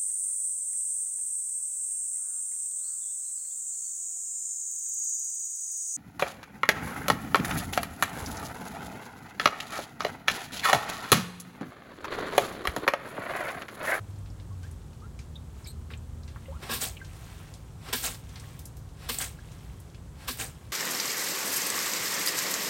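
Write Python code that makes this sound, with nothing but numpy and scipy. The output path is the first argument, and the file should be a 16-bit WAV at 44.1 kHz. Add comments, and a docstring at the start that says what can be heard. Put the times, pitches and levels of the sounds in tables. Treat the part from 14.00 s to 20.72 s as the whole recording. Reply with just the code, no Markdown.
"""Water trickles and drips close to the microphone, from rinsed lettuce in a plastic colander held over
tubs in a back yard. Far off a vehicle drones and fades, over the low rumble of the town.
A few drops trap ringing bubbles, and wet fingers squeak on the bowl. Then the colander is swung four
times: a swish, the slap of the leaves into the bowl, their slosh, and the flung water spattering down."""
import sys
import numpy as np
from scipy import signal
from scipy.fft import rfft, irfft, next_fast_len
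from scipy.io import wavfile

SR = 44100
rng = np.random.default_rng(int(sys.argv[2]) if len(sys.argv) > 2 else 0)


def wav_out(sig):
    """Save sig, one row per channel (or a flat mono array), as 16-bit PCM at SR to the path in sys.argv[1]."""
    wavfile.write(sys.argv[1], SR, np.round(np.clip(np.atleast_2d(sig).T, -1, 1) * 32767).astype(np.int16))


N = 296352
TIME = np.arange(N) / SR

# Spells of heavier trickling. Each row: peak time in seconds, level in dB, half-length in seconds.
TRICKLE_SPELLS = [(.1, -73, 0.15), (.66, -68.5, 0.063), (1.609, -65.5, .06), (2.499, -68.5, 0.21),
                  (3.287, -56.5, 0.25), (4.43, -57.5, 0.18), (5.563, -64, 0.25), (6.58, -67.5, 0.26)]
# The far engine's firing rate. Each row: time in seconds, rate in Hz.
FIRING_RATE = [(0, 101.3), (.5, 96.95), (.8, 75.1), (1.8, 74.65), (2.05, 78.64), (2.55, 75.55), (2.7, 62)]
# The strength of its drone. 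Each row: time in seconds, level in dB.
FIRING_LEVEL = [(0.0, -39.5), (0.48, -50), (0.51, -37), (1.2, -57), (1.3, -41), (1.71, -61), (1.76, -40.5),
                (2.43, -47.5), (2.56, -34.5), (2.6, -55)]
# The loudest single drops. Each row: start in seconds, level in dB, centre in Hz, width in octaves.
LOUD_DRIPS = [(.187, -61, 8200, 0.3), (.26, -59, 2650, 1.4), (.302, -59, 5060, 0.23),
              (.399, -57, 2970, 1.6), (0.631, -55.5, 3900, 2), (0.712, -55.5, 8450, 0.99),
              (1.191, -51.5, 3220, 2.4), (1.356, -43.5, 3660, 0.12), (1.903, -47, 1690, 1.05),
              (1.936, -43.5, 2760, 0.69), (1.975, -55.5, 7440, 0.29), (2.233, -56.5, 4670, .7),
              (2.279, -52, 2670, 1.9), (2.359, -46, 1250, .8), (2.456, -54.5, 2335, 0.79),
              (2.969, -45, 2844, 0.37), (3.047, -52, 4200, 1.5), (3.133, -58, 3840, 3.4),
              (3.539, -50.5, 5600, 1.6), (4.292, -54.5, 3680, 2.1), (4.358, -46.5, 2740, 1.9),
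              (4.398, -50, 5000, 1.8), (4.592, -48, 8050, 1.9), (4.655, -44.5, 8400, 1.3),
              (4.769, -55.5, 7500, 2.4), (5.388, -50, 1570, .34), (5.518, -56, 3670, 2.7),
              (5.801, -55, 9760, 1.1), (5.946, -55.5, 3180, 1.5)]
# Bubbles trapped by drops. Each row: start in seconds, level in dB, pitch in Hz, t60 in seconds.
BUBBLES = [(.510, -51.5, 1090, 0.1), (1.191, -39, 2340, 0.02), (1.356, -40.5, 3816, 0.019),
           (2.967, -41, 2850, 0.017), (3.004, -43, 2024, 0.036), (3.015, -35, 1570, 0.041)]
# Wet skin and leaves rub the plastic. Each row: start and length in seconds, level in dB, first, middle
# and last pitch in Hz, first overtone in dB against the fundamental, roughness from 0 to 1.
RUBS = [(.632, 0.04, -50.5, 1480, 1640, 1900, -12, 0.22), (1.019, 0.045, -48, 1120, 1317, 1410, -25, 0.37),
        (1.643, 0.017, -44, 5300, 4870, 2930, -16, 0.2), (1.656, 0.022, -52, 2350, 2310, 2350, -2, 0.75),
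        (1.668, 0.053, -47, 3800, 4260, 4230, 1.5, 0.47), (2.482, 0.043, -37.5, 538, 541, 570, -30, .1),
        (2.518, 0.059, -47, 757, 1162, 1525, -29.5, 0.48)]
# Leaves slump against the bowl. Each row: time in seconds, level in dB, relative bowl ring in dB.
LEAF_SLUMPS = [(1.915, -50, -5), (2.633, -40, -19), (2.698, -39, -4), (3.889, -42, -20)]
# The swings. Each row: slap time in seconds, water left in dB, slap level in dB, slap rise and t60 in
# seconds, relative bowl ring in dB, slosh t60 and spray flight in seconds, spray tilt in dB per octave.
COLANDER_SWINGS = [(2.716, -0.5, -32, 0.025, 0.21, -4, 0.29, 0.11, 1.5),
                   (3.931, -1.5, -26.5, 0.0052, 0.076, -8.5, 0.52, 0.12, 0),
                   (5.095, -3.5, -29, 0.0086, 0.045, -14, 0.4, 0.12, 0.6),
                   (6.287, -4.5, -30, .013, 0.056, -9, 0.24, 0.12, 0)]
# Fat blobs among the spray. Each row: landing time in seconds, level in dB, tilt in dB per octave.
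WATER_BLOBS = [(2.818, -32, 5), (4.031, -33, 2), (4.109, -49, -1), (4.146, -37, -0.5), (5.144, -30.5, 1),
               (5.186, -25.5, 7), (6.373, -37, 2.5), (6.385, -50, 5)]
# The colander and the hollow tub ring. Each row: pitch in Hz, relative level in dB, t60 in seconds.
BOWL_MODES = [(248, -2.5, 0.09), (412, -4.5, 0.044), (583, -23, 0.033), (1130, -5, 0.014), (1183, 3, 0.017),
              (1390, -8.5, 0.057), (1700, -2.5, 0.051), (1870, 0.5, 0.012), (2940, -28, 0.038),
              (3828, 1.5, 0.015)]
TUB_MODES = [(621, -7, 0.013), (833, 3, 0.016), (7360, 23, 0.0018), (7740, 18, 0.008)]
# The tone colour of each source. Each row: frequency in Hz, relative spectral density in dB.
TRICKLE_SPECTRUM = [(350, -9), (650, 1.5), (1500, -1), (3300, -3), (4700, -9), (8500, -7.5), (11000, -13.5),
                    (16000, -13.5)]
RUMBLE_SPECTRUM = [(15, -47), (25, -28), (31, -13), (39, -5), (50, -1), (60, 3), (80, -2.5), (100, 0),
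                   (125, -4.5), (160, -5), (200, -15), (260, -17.5), (340, -49), (600, -69.5)]
HISS_SPECTRUM = [(160, -24), (280, 0), (400, -2), (542, -5), (620, -8.5), (786, -9), (900, -9),
                 (1330, -12.5), (1830, -19.5), (2130, -22), (2360, -25.5), (3430, -22.5), (4980, -24),
                 (7860, -21.5), (16000, -35)]
SLAP_SPECTRUM = [(100, -34), (200, -8), (480, 4.5), (720, -11.5), (1100, 2.5), (2100, 2.5), (3600, 3.5),
                 (5400, 1), (6300, -5.5), (8600, 0.5), (11000, -8), (14000, -0.5), (16000, -9.5)]
SWISH_SPECTRUM = [(240, -62), (400, -24), (545, 5), (2180, 1), (5600, -5), (6640, -13), (7630, -5.5),
                  (16000, -17.5)]
SPRAY_SPECTRUM = [(150, -16), (300, -10), (800, 0), (1200, -0.5), (2000, -3), (3800, -4.5), (5500, -15),
                  (6900, -4.5), (8000, 9.5), (9000, 4), (9800, -1.5), (14700, -4.5), (16000, -3)]
# Pitch bands of the droplets, wider towards the treble.
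EDGES_HZ = np.linspace(np.sqrt(150), np.sqrt(17000), 15) ** 2
BANDS = [signal.butter(2, pair, "band", fs=SR, output="sos") for pair in zip(EDGES_HZ, EDGES_HZ[1:])]


def from_db(db):
    """Decibels to gain."""
    return 10 ** (np.asarray(db) / 20)


def rms_one(x):
    """Scale to unit power."""
    return x / np.sqrt(np.mean(x ** 2) + 1e-20)


def drift(per_s):
    """A random wander through per_s points a second; rms 1."""
    knots = rng.standard_normal(N // 8)
    return rms_one(np.interp(TIME * per_s, np.arange(len(knots)), knots))


def add(out, s, sound):
    """Mix a sound in from s seconds."""
    at = max(round(s * SR), 0)
    out[at:at + len(sound)] += sound[:max(N - at, 0)]


def coloured(x, spectrum, tilt_db=0):
    """Causal filter with this spectrum, tilted per octave; keeps the power of white noise."""
    size = next_fast_len(len(x) + 4096, real=True) // 2 * 2
    octave = np.log2(np.maximum(np.arange(size // 2 + 1) * SR / size, 1))
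    hz, db = np.transpose(spectrum)
    curve_db = np.interp(octave, np.log2(hz), db) + tilt_db * np.maximum(octave, np.log2(hz[0]))
    cepstrum = irfft(np.log(rms_one(from_db(curve_db)) + 1e-9))
    cepstrum[1:size // 2] *= 2  # fold to minimum phase
    cepstrum[size // 2 + 1:] = 0
    return irfft(rfft(x, size) * np.exp(rfft(cepstrum)), size)[:len(x)]


def grains(per_s, spread_db, mist, size):
    """Random tiny impacts, mostly weak and a few strong, over a mist of finer ones; rms 1."""
    chance, noise = rng.random(size) * SR / per_s, rng.standard_normal(size)
    born, clicks = chance < 1, np.zeros(size)
    clicks[born] = np.sign(noise[born]) * from_db(spread_db * np.minimum(-np.log(chance[born]), 4))
    return rms_one(rms_one(clicks) + mist * noise)


def droplets(per_s, spread_db, mist, size):
    """Pitched grains about a millisecond long, per_s a second in each band; rms 1."""
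    return rms_one(sum(signal.sosfilt(band, grains(per_s, spread_db, mist, size)) for band in BANDS))


def swell(t, rise, t60, hold=0, bend=1.8):
    """Climbs 20 dB in the rise time to a peak at t = 0, holds, then falls 60 dB every t60."""
    return from_db(np.where(t < 0, -20 * np.abs(t / rise) ** bend, -60 * np.maximum(t - hold, 0) / t60))


def ring(contacts, modes, coupling_db):
    """A struck body: every contact starts a dying sine in each mode."""
    out = np.zeros(len(contacts))
    for hz, db, t60 in modes:
        radius, angle = from_db(-60 / (t60 * SR)), 2 * np.pi * hz / SR
        feedback = [1, -2 * radius * np.cos(angle), radius * radius]
        out += from_db(coupling_db + db) * signal.lfilter([0, np.sin(angle)], feedback, contacts + 1e-18)
    return out


def trickle(steady_db=-68):
    """Close by, small drops patter on the tubs and the ground, in spells that swell and ebb."""
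    spells = sum(from_db(db) * np.exp(-((TIME - s) / half) ** 2) for s, db, half in TRICKLE_SPELLS)
    patter = droplets(per_s=220, spread_db=3.5, mist=0.83, size=N)
    return coloured((from_db(steady_db) + spells) * patter, TRICKLE_SPECTRUM)


def vehicle(pipe_db=-59, pipe_hz=235, half_width_hz=23, fade_start_s=2.9, fade_db_per_s=62):
    """Far off, an exhaust drones, drops in pitch at a gear change and fades away."""
    hz = np.interp(TIME, *np.transpose(FIRING_RATE))
    db = np.interp(TIME, *np.transpose(FIRING_LEVEL))
    phase = 2 * np.pi * np.cumsum(hz * (1 + 0.01 * drift(14.86))) / SR
    firing = from_db(db) * (np.sin(phase) + from_db(-23.5) * np.sin(2 * phase))
    # The third harmonic is loudest near the resonance of the exhaust pipe.
    pipe = from_db(pipe_db) / np.hypot(1, (3 * hz - pipe_hz) / half_width_hz) * np.sin(3 * phase)
    fade = from_db(-fade_db_per_s * np.maximum(TIME - fade_start_s, 0))
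    return np.sqrt(2) * fade * (firing + pipe)


def town(rumble_db=-44, hiss_db=-57):
    """Beyond the yard, the low rumble and far hiss of traffic."""
    rumble = from_db(rumble_db) * coloured(rng.standard_normal(N), RUMBLE_SPECTRUM)
    hiss = from_db(hiss_db) * coloured(rng.standard_normal(N), HISS_SPECTRUM)
    return rumble + hiss


def faint_drips(count, db=-64.5, hz=3900, width_octaves=1.2):
    """Stray drops at random moments, a little varied in level and pitch; rows as in LOUD_DRIPS."""
    return [(abs(when) * N / SR, db + 0.5 * loud, hz * 2 ** (0.3 * high), width_octaves)
            for when, loud, high in rng.uniform(-1, 1, (count, 3))]


def drips(skirt_db=-19, crack_t60=0.021, splat_db=-2):
    """A drop hits with a crack and a short splat, pitched by the spot that it lands on."""
    out, t = np.zeros(N), TIME[:SR // 4]
    for s, db, hz, octaves in LOUD_DRIPS + faint_drips(count=20):
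        splat_t60 = 0.029 + 0.07 * octaves  # a wider splat also lasts longer
        edges = np.clip(hz * 2 ** (np.array([-.5, .5]) * max(octaves, .1)), 100, .45 * SR)
        force = from_db(-60 * t / crack_t60) + from_db(splat_db - 60 * t / splat_t60)
        burst = force * rng.standard_normal(len(t))
        pitched = signal.sosfilt(signal.butter(2, edges, "band", fs=SR, output="sos"), burst)
        pitched *= np.linalg.norm(force) / np.linalg.norm(pitched)
        add(out, s, from_db(db) * (pitched + from_db(skirt_db) * burst))
    return out


def plinks(climb_per_s=0.73, attack_s=.0005):
    """A trapped bubble rings and rises a little in pitch as it nears the surface."""
    out, t = np.zeros(N), TIME[:SR // 4]
    attack = -np.expm1(-t / attack_s)
    for s, db, hz, t60 in BUBBLES:
        tone = np.sin(2 * np.pi * hz * t * (1 + climb_per_s * t / 2))
        add(out, s, from_db(db - 60 * t / t60) * attack * tone)
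    return out


def squeaks(overtone_fall_db=7, attack_s=.004, slacken_db=9):
    """Stick-slip on wet plastic: the pitch jitters and the grip flutters, more so on a rough rub."""
    out = np.zeros(N)
    jitter, grip_db = .13 * drift(2200), 7 * drift(450)
    for s, length, db, *pitches, overtone_db, rough in RUBS:
        span = slice(round(s * SR), round((s + length) * SR))
        t = TIME[span] - s
        hz = np.interp(t, [0, length / 2, length], pitches)
        phase = 2 * np.pi * np.cumsum(hz * (1 + rough * jitter[span])) / SR
        overtones = sum(from_db(overtone_db - overtone_fall_db * k) * np.sin((k + 2) * phase)
                        for k in range(3))
        catch = np.clip(t / attack_s, 0, 1)
        slacken = from_db(-slacken_db * t / length) * signal.windows.tukey(len(t), .08)
        out[span] += catch * slacken * from_db(db + rough * grip_db[span]) * (np.sin(phase) + overtones)
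    return out


def slaps(coupling_db=-23.5, slosh_db=-31.5, slosh_lag_s=.023):
    """Wet leaves slump or slap into the bowl and set it ringing; a brighter slosh follows each slap."""
    out, t = np.zeros(N), TIME[:SR // 3] - .07
    # Each hit: time in seconds, level in dB, envelope, bowl ring in dB, tilt in dB per octave.
    hits = [(s, db, swell(t, rise=0.013, t60=0.13), bowl_db, -4) for s, db, bowl_db in LEAF_SLUMPS]
    for s, water_db, slap_db, rise, t60, bowl_db, slosh_t60, *_ in COLANDER_SWINGS:
        hits.append((s, slap_db, swell(t, rise, t60, hold=.008), bowl_db, -0.15))
        hits.append((s + slosh_lag_s, slosh_db + water_db, swell(t, rise=0.0083, t60=slosh_t60), -32, 3))
    for s, db, envelope, bowl_db, tilt_db in hits:
        contacts = droplets(per_s=3300, spread_db=6.0, mist=0.76, size=len(t)) * envelope
        bowl = ring(contacts, BOWL_MODES, coupling_db + bowl_db)
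        add(out, s + t[0], from_db(db) * (coloured(contacts, SLAP_SPECTRUM, tilt_db) + bowl))
    return out


def swishes(db=-45.5, lead_s=0.043):
    """A soft, grainy rustle grows as each swing gathers speed, peaking just ahead of the slap."""
    speed = sum(from_db(db + water_db) * swell(TIME - s + lead_s, rise=0.097, t60=0.84)
                for s, water_db, *_ in COLANDER_SWINGS)
    return coloured(speed * grains(per_s=5400, spread_db=1.5, mist=1, size=N), SWISH_SPECTRUM)


def sprays(sheet_db=-26):
    """Each flung sheet lands as droplets and blobs, each with its own brightness; some drum on the tub."""
    out, t = np.zeros(N), TIME[:SR // 3] - .125
    sheet = swell(t, rise=0.028, t60=0.24, hold=0.0063)
    blob = swell(t, rise=0.0021, t60=0.042)
    landings = [(s + flight, sheet_db + water_db, sheet, tilt_db)
                for s, water_db, *_, flight, tilt_db in COLANDER_SWINGS]
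    landings += [(s, db, blob, tilt_db) for s, db, tilt_db in WATER_BLOBS]
    for s, db, envelope, tilt_db in landings:
        spatter = droplets(per_s=1000, spread_db=4.5, mist=0.2, size=len(t)) * envelope
        tub = ring(spatter, TUB_MODES, coupling_db=-37)
        add(out, s + t[0], from_db(db) * (coloured(spatter, SPRAY_SPECTRUM, tilt_db) + tub))
    return out


def yard(x, echo_db=-13.0, t60=.13, dull_hz=7000):
    """Tubs, steps and railings scatter a short cloud of echoes back to the microphone."""
    t = TIME[:SR // 3]
    decay = from_db(-60 * t / t60) * (t > .002)
    echoes = grains(per_s=1800, spread_db=6.5, mist=0.6, size=len(t)) * decay
    echoes = signal.sosfilt(signal.butter(1, dull_hz, fs=SR, output="sos"), echoes)
    return x + from_db(echo_db) * signal.fftconvolve(x, echoes / np.linalg.norm(echoes))[:N]


def scene():
    """One microphone in the yard: the colander close up, the vehicle and the town in the distance."""
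    near = slaps() + sprays() + swishes() + trickle() + drips() + plinks() + squeaks()
    return (yard(near) + vehicle() + town())[None]


def record(dry):
    """The small microphone loses the deepest bass; the top is cut steeply."""
    low_cut = signal.butter(6, 31, "high", fs=SR, output="sos")
    high_cut = signal.ellip(10, .1, 70, 15900, fs=SR, output="sos")
    return signal.sosfilt(high_cut, signal.sosfilt(low_cut, dry))


dry = scene()
out = record(dry)
wav_out(out)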